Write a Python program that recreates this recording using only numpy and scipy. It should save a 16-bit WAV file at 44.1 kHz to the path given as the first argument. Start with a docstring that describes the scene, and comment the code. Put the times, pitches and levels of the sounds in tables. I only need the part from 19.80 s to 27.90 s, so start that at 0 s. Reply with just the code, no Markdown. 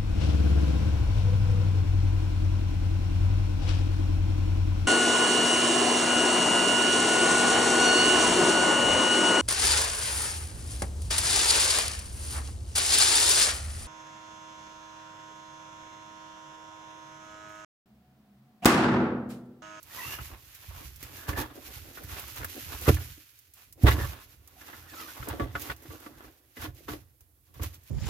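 """Bricks moved over a dirt floor

Someone in a padded jacket crouches in a small shelter and moves bricks over dirt strewn with chips.
Bricks are damped modes driven by pushes and chatter; two heavy drops also boom in floor and room.
Random grains make drags, grit and the rustle of cloth and chips; chips snap as decaying noise.
Rubs and a squeak are rough gliding tones. Two ports above hear it all over faint hiss."""
import sys
import numpy as np
from scipy import signal
from scipy.fft import rfft, irfft
from scipy.io import wavfile
from scipy.ndimage import uniform_filter1d

SR = 44100
rng = np.random.default_rng(int(sys.argv[2]) if len(sys.argv) > 2 else 0)


def store_wav(level_fs):
    """Save 16-bit WAV to argv[1]."""
    pcm = np.round(np.clip(np.atleast_2d(level_fs), -1, 1) * 32767)
    wavfile.write(sys.argv[1], SR, pcm.T.astype(np.int16))


N = 357210  # samples

# Modes of a freely ringing brick. 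Each row: frequency in Hz, level in dB, 60 dB decay time in s.
BRICK_MODES = [(260, -21.5, 0.014), (308, 1.5, 0.21), (342.5, 0.5, 0.14), (430, 3.5, 0.07),
               (550, 0.5, 0.075), (702, -6, 0.15), (931, -10, 0.034), (1142.5, -9.5, 0.17),
               (1317, -9.5, 0.084), (1467, -6, 0.091), (1721, -4, 0.071), (2025, -1.5, 0.045),
               (2520, -11.5, 0.048), (2830, -7.5, 0.05), (3780, -11.5, 0.021)]
LOW_MODES = 6  # the first rows of the brick; the rest are its high modes
# Low modes of floor and room. Each row: frequency in Hz, level in dB, 60 dB decay time in s.
BOOM_MODES = [(53.7, 1.2, .3), (68.2, 12.4, 0.29), (86.5, 12.6, 0.314), (105.1, 9.3, 0.22),
              (119.8, 6.7, 0.39)]


def undb(db):
    """Decibels to amplitude ratio: 20 dB is a factor of ten."""
    return 10 ** (np.asarray(db) / 20)


def unit(x):
    """Normalise to unit root-mean-square amplitude."""
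    return x / np.sqrt(np.mean(x ** 2))


def peak(x, db):
    """Normalise the largest excursion to a level in dB."""
    return x * undb(db) / np.max(np.abs(x))


def gains(table, size):
    """Frequency response through (Hz, dB) points, interpolated over log frequency."""
    hz, db = np.transpose(table)
    bin_hz = np.arange(size // 2 + 1) * SR / size
    return undb(np.interp(np.log(bin_hz + 1), np.log(hz), db))


def colour(x, table):
    """Linear filtering: multiply the spectrum by a frequency response."""
    return irfft(rfft(x) * gains(table, N), N)


def add(track, s, x):
    """Superposition: sum a sound into the track from time s in seconds."""
    i = int(s * SR)
    track[..., i:i + x.shape[-1]] += x[..., :N - i]


def damped(modes, share):
    """Added damping: only a share of each mode's decay time is left."""
    return [(hz, db, share * t60) for hz, db, t60 in modes]


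def ring(x, modes, db=0):
    """Modal synthesis: a force drives decaying resonators; db reweights them for this contact."""
    out = 0
    for (hz, own_db, t60), more_db in zip(modes, db + np.zeros(len(modes))):
        r = np.exp(-np.log(1000) / (t60 * SR))  # pole radius: decay per sample
        w = 2 * np.pi * hz / SR
        mode = signal.lfilter([0, r * np.sin(w)], [1, -2 * r * np.cos(w), r * r], x)
        out = out + undb(own_db + more_db) * mode
    return out


def walk(rate_hz):
    """Slow random modulation: levels held a moment and slewed, with a spread near 1."""
    k = int(SR / rate_hz)
    held = np.repeat(rng.standard_normal(N // k + 1), k)
    return 1.32 * uniform_filter1d(held, k)[:N]


def grains(rate_hz, spread_db, patchy_db, patch_hz):
    """Granular excitation: random clicks of unequal size that come in patches, along three paths."""
    hit = rng.random(N) < rate_hz / SR
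    size_db = spread_db * rng.exponential(size=N) + patchy_db * walk(patch_hz)
    return hit * rng.standard_normal((3, N)) * undb(size_db)


def hiss():
    """Stationary background noise: shaped random noise at a steady level, independent on each path."""
    # Each row: frequency in Hz, relative level in dB per Hz.
    spectrum = [(30, -12.5), (75, 6.5), (134, -1.5), (189, -29), (287, -13.5), (822, -24.5), (2540, -25.5),
                (8520, -23), (12300, -13), (16000, -20)]
    return unit(colour(rng.standard_normal((3, N)), spectrum)) * undb(-66.5)


def scrapes():
    """Addition of powers: each scrape swells, holds and fades over the restless shifting."""
    # Restless shifting. Each row: time in s, then levels in dB of the rumble in floor and room,
    # of the drag on the dirt and of the rustle of cloth and chips.
    stir = [(0.0, -59, -70.5, -78), (0.399, -47, -53.5, -80), (0.65, -59, -79.5, -64.5),
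            (1.05, -51, -72, -49), (1.45, -49.5, -53, -78), (1.85, -53.5, -53, -47),
            (2.3, -53.5, -62.5, -51.5), (3.1, -47.5, -51, -43), (3.16, -31.5, -62, -43),
            (3.43, -62, -75, -57), (3.7, -92, -81.5, -64), (3.988, -48.5, -80, -74),
            (4.078, -34.5, -67, -62), (4.502, -57.5, -70, -59.5), (4.737, -61, -68.5, -66),
            (5.03, -51, -59, -65), (5.41, -61, -53, -47), (5.5, -41.5, -53, -55.5), (5.9, -53.5, -72, -62),
            (6.0, -58.5, -78, -79), (6.2, -53, -66, -83), (6.47, -64, -57, -58), (6.57, -71.5, -77, -72),
            (6.74, -69, -80, -74), (6.97, -56, -75, -74), (7.33, -63, -74, -75), (7.622, -68, -81.5, -86),
            (7.76, -49.5, -63, -68), (7.92, -52, -64, -70), (8.1, -63, -69.5, -60)]
    # Scrapes. Each row: time of reaching full level in s, hold in s, swell and fade in s per 20 dB,
    # then levels in dB of the drag, of the grit on brick and of the rustle.
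    strokes = [(0.199, 0.15, 0.16, 0.23, -78, -47, -40.5), (0.52, 0.014, 0.058, 0.076, -58, -55.5, -54.5),
               (0.88, 0.0033, 0.42, 0.097, -91, -55.5, -49.5), (1.01, 0.0092, 0.15, 0.1, -72, -48.5, -67),
               (1.24, 0, 0.06, 0.16, -70, -70, -43.5), (1.37, 0, 0.26, 0.19, -73, -49.5, -46.5),
               (1.49, 0, 0.021, 0.065, -56, -34, -38), (1.578, 0.036, 0.025, 0.052, -40, -33.5, -41),
               (2.295, 0.0046, 0.038, 0.11, -65, -53, -41.5), (2.371, 0.02, 0.09, 0.13, -68, -40, -44),
               (2.575, 0.057, 0.065, 0.15, -70, -46, -44), (2.93, 0.018, 0.048, 0.054, -46.5, -40.5, -47),
               (3.022, 0.052, 0.01, 0.048, -50, -64, -38.5), (3.09, 0, 0.021, 0.026, -55, -21.5, -26),
               (3.159, 0.043, 0.074, 0.13, -49, -53.5, -47),
               (3.76, 0.067, 0.032, 0.14, -86.5, -64.5, -55.5),
               (4.029, 0.057, 0.046, .05, -41, -60.5, -44.5),
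               (4.069, 0.037, 0.011, 0.068, -41.5, -27.5, -37), (4.14, 0.071, 0.048, 0.24, -43.5, -40, -41),
               (4.831, 0.17, 0.11, 0.68, -64, -53, -53.5), (5.19, 0.03, 0.17, 0.46, -79, -50, -49),
               (5.5, 0.02, 0.079, 0.15, -45, -41.5, -51.5), (5.604, 0.0058, 0.015, 0.12, -36, -40, -55),
               (5.756, 0.0029, 0.019, 0.067, -55, -42, -68), (5.82, 0.06, 0.11, 0.073, -48.5, -47, -43),
               (5.909, 0.0063, 0.035, 0.035, -64, -36.5, -56), (6.138, 0, 0.4, 0.58, -52.5, -57, -53.5),
               (6.77, 0.075, 0.022, .05, -54.5, -51, -51.5), (6.825, 0.022, 0.051, 0.061, -70, -42, -44.5),
               (6.97, 0.016, 0.069, 0.24, -58.5, -74, -59), (7.09, 0.038, 0.016, 0.083, -47, -46.5, -45.5),
               (7.408, 0.0013, 0.0064, 0.031, -82.5, -88.5, -71),
               (7.67, 0.008, 0.051, 0.042, -84.5, -84, -63), (7.743, 0.086, 0.0068, 0.074, -67, -58, -57),
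               (7.825, 0.016, 0.019, 0.084, -46, -44, -41), (7.942, 0.014, 0.025, 0.064, -72, -65, -52)]
    t = np.arange(0, N / SR, .002)
    s, *columns = np.transpose(stir)
    rumble_db, drag_db, rustle_db = (np.interp(t, s, c) for c in columns)
    grit_db = drag_db - 3.5
    power = undb([drag_db, grit_db, rustle_db]) ** 2
    for s, hold, swell, fade, *db in strokes:
        under_db = 20 * np.maximum(np.maximum((s - t) / swell, (t - s - hold) / fade), 0)
        power = power + undb(np.array(db)[:, None] - under_db) ** 2
    levels = [undb(rumble_db), *np.sqrt(power)]
    return [np.interp(np.arange(N) / SR, t, level) for level in levels]


def crushed_grit():
    """Resonant and direct radiation: grains stir the damped high brick modes and sound by themselves."""
    # crumbs that crush suddenly and die away
    bursts = (rng.random(N) < 45 / SR) * rng.random(N)
    crush = signal.lfilter([1], [1, -np.exp(-1 / (0.011 * SR))], bursts)
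    grit = grains(5000, 1.6, 2.7, 40) * (1 + 0.9 * crush)
    # each mode swells and fades alone, with a spread near 4 dB
    high_modes = damped(BRICK_MODES, 0.16)[LOW_MODES:]
    ringing = sum(undb(4 * walk(9)) * ring(grit, [mode]) for mode in high_modes)
    bare = colour(grit, [(500, -10.5), (1000, -2.0), (3500, -1.5), (7000, -18.5)])
    return unit(ringing) + unit(bare)


def movement():
    """Friction as random impacts: shifts shake the room, drags stir the brick, cloth and chips crackle."""
    # Spectrum of cloth and chips. Each row: frequency in Hz, relative level in dB per Hz.
    rustle_spectrum = [(1470, -9), (2500, -6), (3520, -8.5), (6550, -10), (8660, -17), (12300, -6),
                       (15200, -10), (16000, -52.5)]
    rumble = ring(grains(470, 2.5, 4.7, 11), BOOM_MODES)
    held_brick = damped(BRICK_MODES, 0.18)  # the hand damps the brick
    drag = ring(grains(1500, 0.79, 3.7, 25), held_brick[:LOW_MODES])
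    drag = colour(drag, [(150, -28.5), (240, 10.0)])
    grit = crushed_grit()
    rustle = colour(grains(10000, 1.1, 2.04, 35), [(600, -27.5)] + list(rustle_spectrum))
    return sum(level * unit(x) for level, x in zip(scrapes(), (rumble, drag, grit, rustle)))


def thumps():
    """Low-frequency excitation: soft contacts stir modes of floor and room, each in its own mix."""
    # Weight set down on the floor. Each row: start in s, peak level in dB ahead of the low-pass.
    set_downs = [(0.149, -51.5), (0.249, -29), (0.507, -34), (0.876, -32.5), (0.949, -37), (1.038, -33.5),
                 (1.474, -21), (1.569, -26.5), (1.617, -38), (1.872, -45.5), (2.007, -36), (2.309, -30),
                 (2.422, -37.5), (2.511, -37), (2.581, -32), (2.642, -35), (2.853, -34), (2.93, -36.5),
                 (3.168, -37), (3.26, -40.5), (4.147, -32.5), (5.389, -29.5), (5.499, -28), (5.608, -21.5),
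                 (5.881, -35), (6.074, -36), (6.449, -43.5), (6.779, -35.5), (6.816, -34), (6.868, -29.5),
                 (7.096, -31.5), (7.399, -49.5), (7.75, -37), (7.795, -23.5), (7.849, -24.5)]
    contact_s = 0.009  # time to the top of the push envelope
    out, t = np.zeros((3, N)), np.arange(SR // 4) / SR
    noise = rng.standard_normal((len(set_downs), 3, len(t)))
    for (s, db), c in zip(set_downs, noise):
        push = c * t * np.exp(-t / contact_s)
        add(out, s, peak(ring(push, damped(BOOM_MODES, 0.8)), db))
    return signal.sosfilt(signal.butter(4, 150, fs=SR, output="sos"), out)


def rubs():
    """Amplitude-modulated glides: rough narrow tones swell quickly, waver in pitch and die away."""
    # Rubs that make one narrow band sing. Each row: start in s, length in s, first and last
    # frequency in Hz, level in dB ahead of the roughness and envelope.
    strokes = [(0.1, 0.084, 1820, 1950, -55.5), (0.17, 0.12, 1038, 942, -47),
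               (0.214, 0.21, 2740, 2800, -45), (0.186, 0.11, 1950, 2080, -44.5),
               (0.247, 0.06, 1160, 1380, -47.5), (0.305, 0.077, 1690, 1630, -48),
               (1.555, 0.1, 1720, 1740, -41), (1.562, 0.11, 851, 910, -42), (4.185, 0.071, 1770, 1750, -41),
               (4.764, 0.054, 737, 746, -61), (5.284, .04, 1475, 1470, -50)]
    out = np.zeros((3, N))
    rough = np.array([walk(300) for _ in range(3)])
    waver = 1 + 0.0147 * walk(60)
    for s, length, first_hz, last_hz, db in strokes:
        u = np.arange(int(length * SR)) / (length * SR)  # progress from 0 to 1
        hz = (first_hz + (last_hz - first_hz) * u) * waver[int(s * SR):][:len(u)]
        phase = 2 * np.pi * np.cumsum(hz) / SR
        # a shifted stretch of the roughness for each rub
        texture = 0.64 + np.roll(rough, -len(u) - int(first_hz), axis=1)[:, :len(u)]
        envelope = np.sin(np.pi * u ** 0.35) ** 0.5
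        add(out, s, undb(db) * texture * envelope * np.sin(phase))
    return out


def squeak():
    """Uneven stick and slip: a narrow, fluttering tone with wavering overtones and half lines."""
    # A squeaky scrape that sinks in pitch. Each row: time in s, pitch in Hz, level in dB ahead of
    # the flutter.
    glide = [(5.059, 2023, -66), (5.11, 1800, -51), (5.139, 1604, -52), (5.168, 1340, -50),
             (5.202, 1284, -41.5), (5.241, 1213, -45.5), (5.28, 1170, -53), (5.33, 1100, -68)]
    s, hz, db = np.transpose(glide)
    t = np.arange(N) / SR
    pitch_hz = np.interp(t, s, hz) * (1 + 0.03 * walk(200))
    phase = 2 * np.pi * np.cumsum(pitch_hz) / SR
    flutter = np.array([0.6 + 0.7 * walk(240) for _ in range(3)])
    # lines at 1.5, 2 .. 5 times the pitch, each wavering alone
    overtones = 0.15 * sum(np.sin(k * phase / 2) * walk(150) for k in range(3, 11))
    return undb(np.interp(t, s, db, -120, -120)) * (flutter * np.sin(phase) + overtones)


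def snaps():
    """Impulsive fracture: a dry crack of a few milliseconds with a brief gritty tail."""
    # Chips that snap. Each row: start in s, peak level in dB ahead of the 0.5 dB cut and colouring.
    cracks = [(0.029, -35.5), (0.7483, -38), (1.16, -35), (1.228, -28), (1.4922, -38), (1.5289, -39),
              (1.572, -38), (1.5988, -34), (2.2354, -31.5), (2.3954, -26.5), (2.48, -32), (2.5607, -30),
              (2.645, -23), (2.755, -38), (2.95, -38), (3.0113, -27.5), (3.144, -26.5), (3.194, -40),
              (3.503, -47), (3.5892, -42.5), (3.7369, -39), (3.9252, -34.5), (4.034, -30), (4.0663, -41),
              (4.6753, -37), (5.371, -37), (5.486, -23), (5.598, -43), (5.7955, -31), (5.8184, -24),
              (5.963, -41), (6.022, -41), (6.0335, -44), (6.202, -38.5), (6.8136, -33), (6.948, -45),
              (7.407, -43), (7.741, -45), (7.8324, -24), (7.942, -36), (8.035, -46.5)]
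    out, t = np.zeros((3, N)), np.arange(SR // 20) / SR
    envelope = np.exp(-t / 0.007) + 0.43 * np.exp(-t / 0.011)
    noise = rng.standard_normal((len(cracks), 3, len(t)))
    for (s, db), c in zip(cracks, noise):
        add(out, s, peak(c * envelope, db - 0.5))
    return colour(out, [(800, -20.5), (2500, -12.5), (6000, -0.5), (8500, -2), (12500, 4.0)])


def knocks():
    """Modal excitation by impact: a blow, then rough faces chatter; the spot struck picks the high modes."""
    # Knocks. Each row: start in s, peak level of the low modes in dB ahead of the high-pass, centre
    # of the high ring in Hz, its peak in dB over the low modes, decay constant of the chatter in ms.
    blows = [(0.387, -44.5, 1400, 13, 7.9), (0.499, -51, 1356, 4, 5.3), (1.006, -40, 1220, -42, 15),
             (1.227, -41.5, 2290, 2.5, 9.8), (1.488, -27.5, 925, -1, 24), (1.493, -42, 1760, 9.5, 11),
             (1.53, -30.5, 1740, 2.5, 9), (1.568, -30.5, 848, 1, 31), (1.608, -34, 890, 3, 12),
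             (2.171, -56, 1400, 24, 17), (2.237, -57, 1650, 13.5, 7.9), (2.292, -46, 1930, 8, 5.3),
             (2.313, -49, 2000, 11, 7), (2.366, -43, 1750, 8, 6.5), (2.388, -47, 2800, -5, 7.2),
             (2.568, -48, 1900, 10, 9.7), (2.611, -49, 1610, 19, 4.1), (2.631, -50.5, 1480, 22.5, 4),
             (2.645, -42.5, 1720, 18, 5.6), (2.904, -47, 1570, -12.5, 8.3), (3.079, -12, 900, -15.5, 7.4),
             (3.093, -12.5, 802, -38, 5.8), (3.142, -46.5, 2800, 16.5, 4.5), (3.169, -45, 1690, 15, 6.4),
             (3.374, -47.5, 2810, -5, 7.6), (4.038, -16, 900, -27, 29), (4.067, -16, 1830, -5, 7.9),
             (4.111, -23.5, 1930, 6, 9.3), (4.118, -28, 3600, 4, 8.2), (4.187, -28, 1710, -5.5, 22),
             (4.243, -28.5, 1190, -5, 6), (4.814, -49, 1750, 11, 7.5), (4.929, -49, 1700, 15, 15),
             (5.367, -47.5, 970, 13, 36), (5.427, -36.5, 1450, 6.5, 4.3), (5.473, -26, 960, -7, 11),
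             (5.53, -26.5, 1040, -14, 11), (5.597, -17.5, 1120, -4.5, 9.3), (5.753, -33, 1400, 14.5, 11),
             (5.792, -36, 980, -19, 9.4), (5.898, -33.5, 1620, 12.5, 8.4), (6.105, -33, 1040, -8, 8.8),
             (6.263, -37, 1090, 2.5, 6.3), (6.444, -43, 1280, -0.5, 4.4), (6.769, -38.5, 2030, 2, 17),
             (6.839, -30.5, 1550, -5, 22), (7.082, -28, 1200, -1.5, 18), (7.135, -28, 2510, -7, 4.9),
             (7.796, -34, 808, -3, 8.7)]
    rise_s = 0.00083
    free_db, ring_per_db = -17, .4  # softer blows ring shorter up high: dB of ring time per dB
    out, t = np.zeros((3, N)), np.arange(SR // 6) / SR
    modes = damped(BRICK_MODES, 0.72)  # a held brick
    high_hz = np.array(BRICK_MODES)[LOW_MODES:, 0]
    noise = rng.standard_normal((len(blows), 3, len(t)))
    for (s, db, centre_hz, high_db, ms), c in zip(blows, noise):
        chatter = c * np.exp(-1000 * t / ms) * (1 - np.exp(-t / rise_s))
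        chatter[:, 0] += 4 * np.sign(c[:, 0])  # the first blow
        low = ring(chatter, modes[:LOW_MODES])
        octaves = np.log2(high_hz / centre_hz)
        favour_db = 7 * np.exp(-(octaves / 0.26) ** 2) - 13 * np.abs(octaves)
        ring_share = np.clip(undb(ring_per_db * (db - free_db)), .35, 1)
        high = ring(chatter, damped(modes[LOW_MODES:], ring_share), favour_db)
        add(out, s, peak(low, db) + peak(high, db + high_db))
    return signal.sosfilt(signal.butter(2, 210, "high", fs=SR, output="sos"), out)


def drops():
    """Contact time as low-pass: a rounded push into dirt; long contact leaves only the low modes."""
    # Heavy drops, each landing on one edge and then flat. Each row: start in s, peak of the brick
    # in dB, half the length of the push in ms, peak of the boom in dB over the brick.
    landings = [(3.079, -10, 1.58, -2.5), (3.093, -8.5, 1.16, -2.5), (3.102, -18, 3.9, -8.5),
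                (4.035, -11, 3.82, 5.5), (4.062, -13.5, 6.5, 1.5)]
    out = np.zeros(N)
    for s, db, half_ms, boom_db in landings:
        push = np.zeros(SR // 2)
        u = np.arange(int(half_ms * SR / 500)) * 500 / SR / half_ms  # progress from 0 to 1
        push[:len(u)] = np.sin(np.pi * u) ** 2 * np.cos(np.pi * u)  # positive, then negative
        brick = ring(push, damped(BRICK_MODES, 0.28))  # dirt damps the brick
        boom = ring(push, BOOM_MODES)
        add(out, s, peak(brick, db) + peak(boom, db + boom_db))
    return out


def ports(paths):
    """Partial coherence: both ports share the direct path; own scattered paths rule the treble."""
    # Balance of the ports. Each row: frequency in Hz, left minus right in dB.
    tilt = [(60, -3.5), (400, -2), (1300, -1.5), (4400, -1.2), (8000, -6.5), (15000, -6.5)]
    # Scattered sound. Each row: frequency in Hz, level in dB over the direct path.
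    diffuse = [(60, -25), (130, -5.5), (250, -4), (500, -2.5), (1000, 9.5), (4000, 12), (15000, 28.5)]
    wet = gains(diffuse, N)
    lean = np.sqrt(gains(tilt, N)) ** np.array([[1], [-1]])
    spectra = rfft(paths)
    mixed = (spectra[0] + wet * spectra[1:]) / np.sqrt(1 + wet ** 2)
    return irfft(lean * mixed, N)


def scene():
    """Superposition: all sources add on three paths, which the two ports combine."""
    background = hiss() + movement() + thumps()
    friction = rubs() + squeak()
    impacts = snaps() + knocks() + drops()
    return ports(background + friction + impacts)


def record(dry):
    """Band limiting: the pickup cuts the deep bass and the top."""
    dry = signal.sosfilt(signal.butter(4, 46, "high", fs=SR, output="sos"), dry)
    return signal.sosfilt(signal.ellip(10, .2, 70, 15950, fs=SR, output="sos"), dry)


dry = scene()
out = record(dry)
store_wav(out)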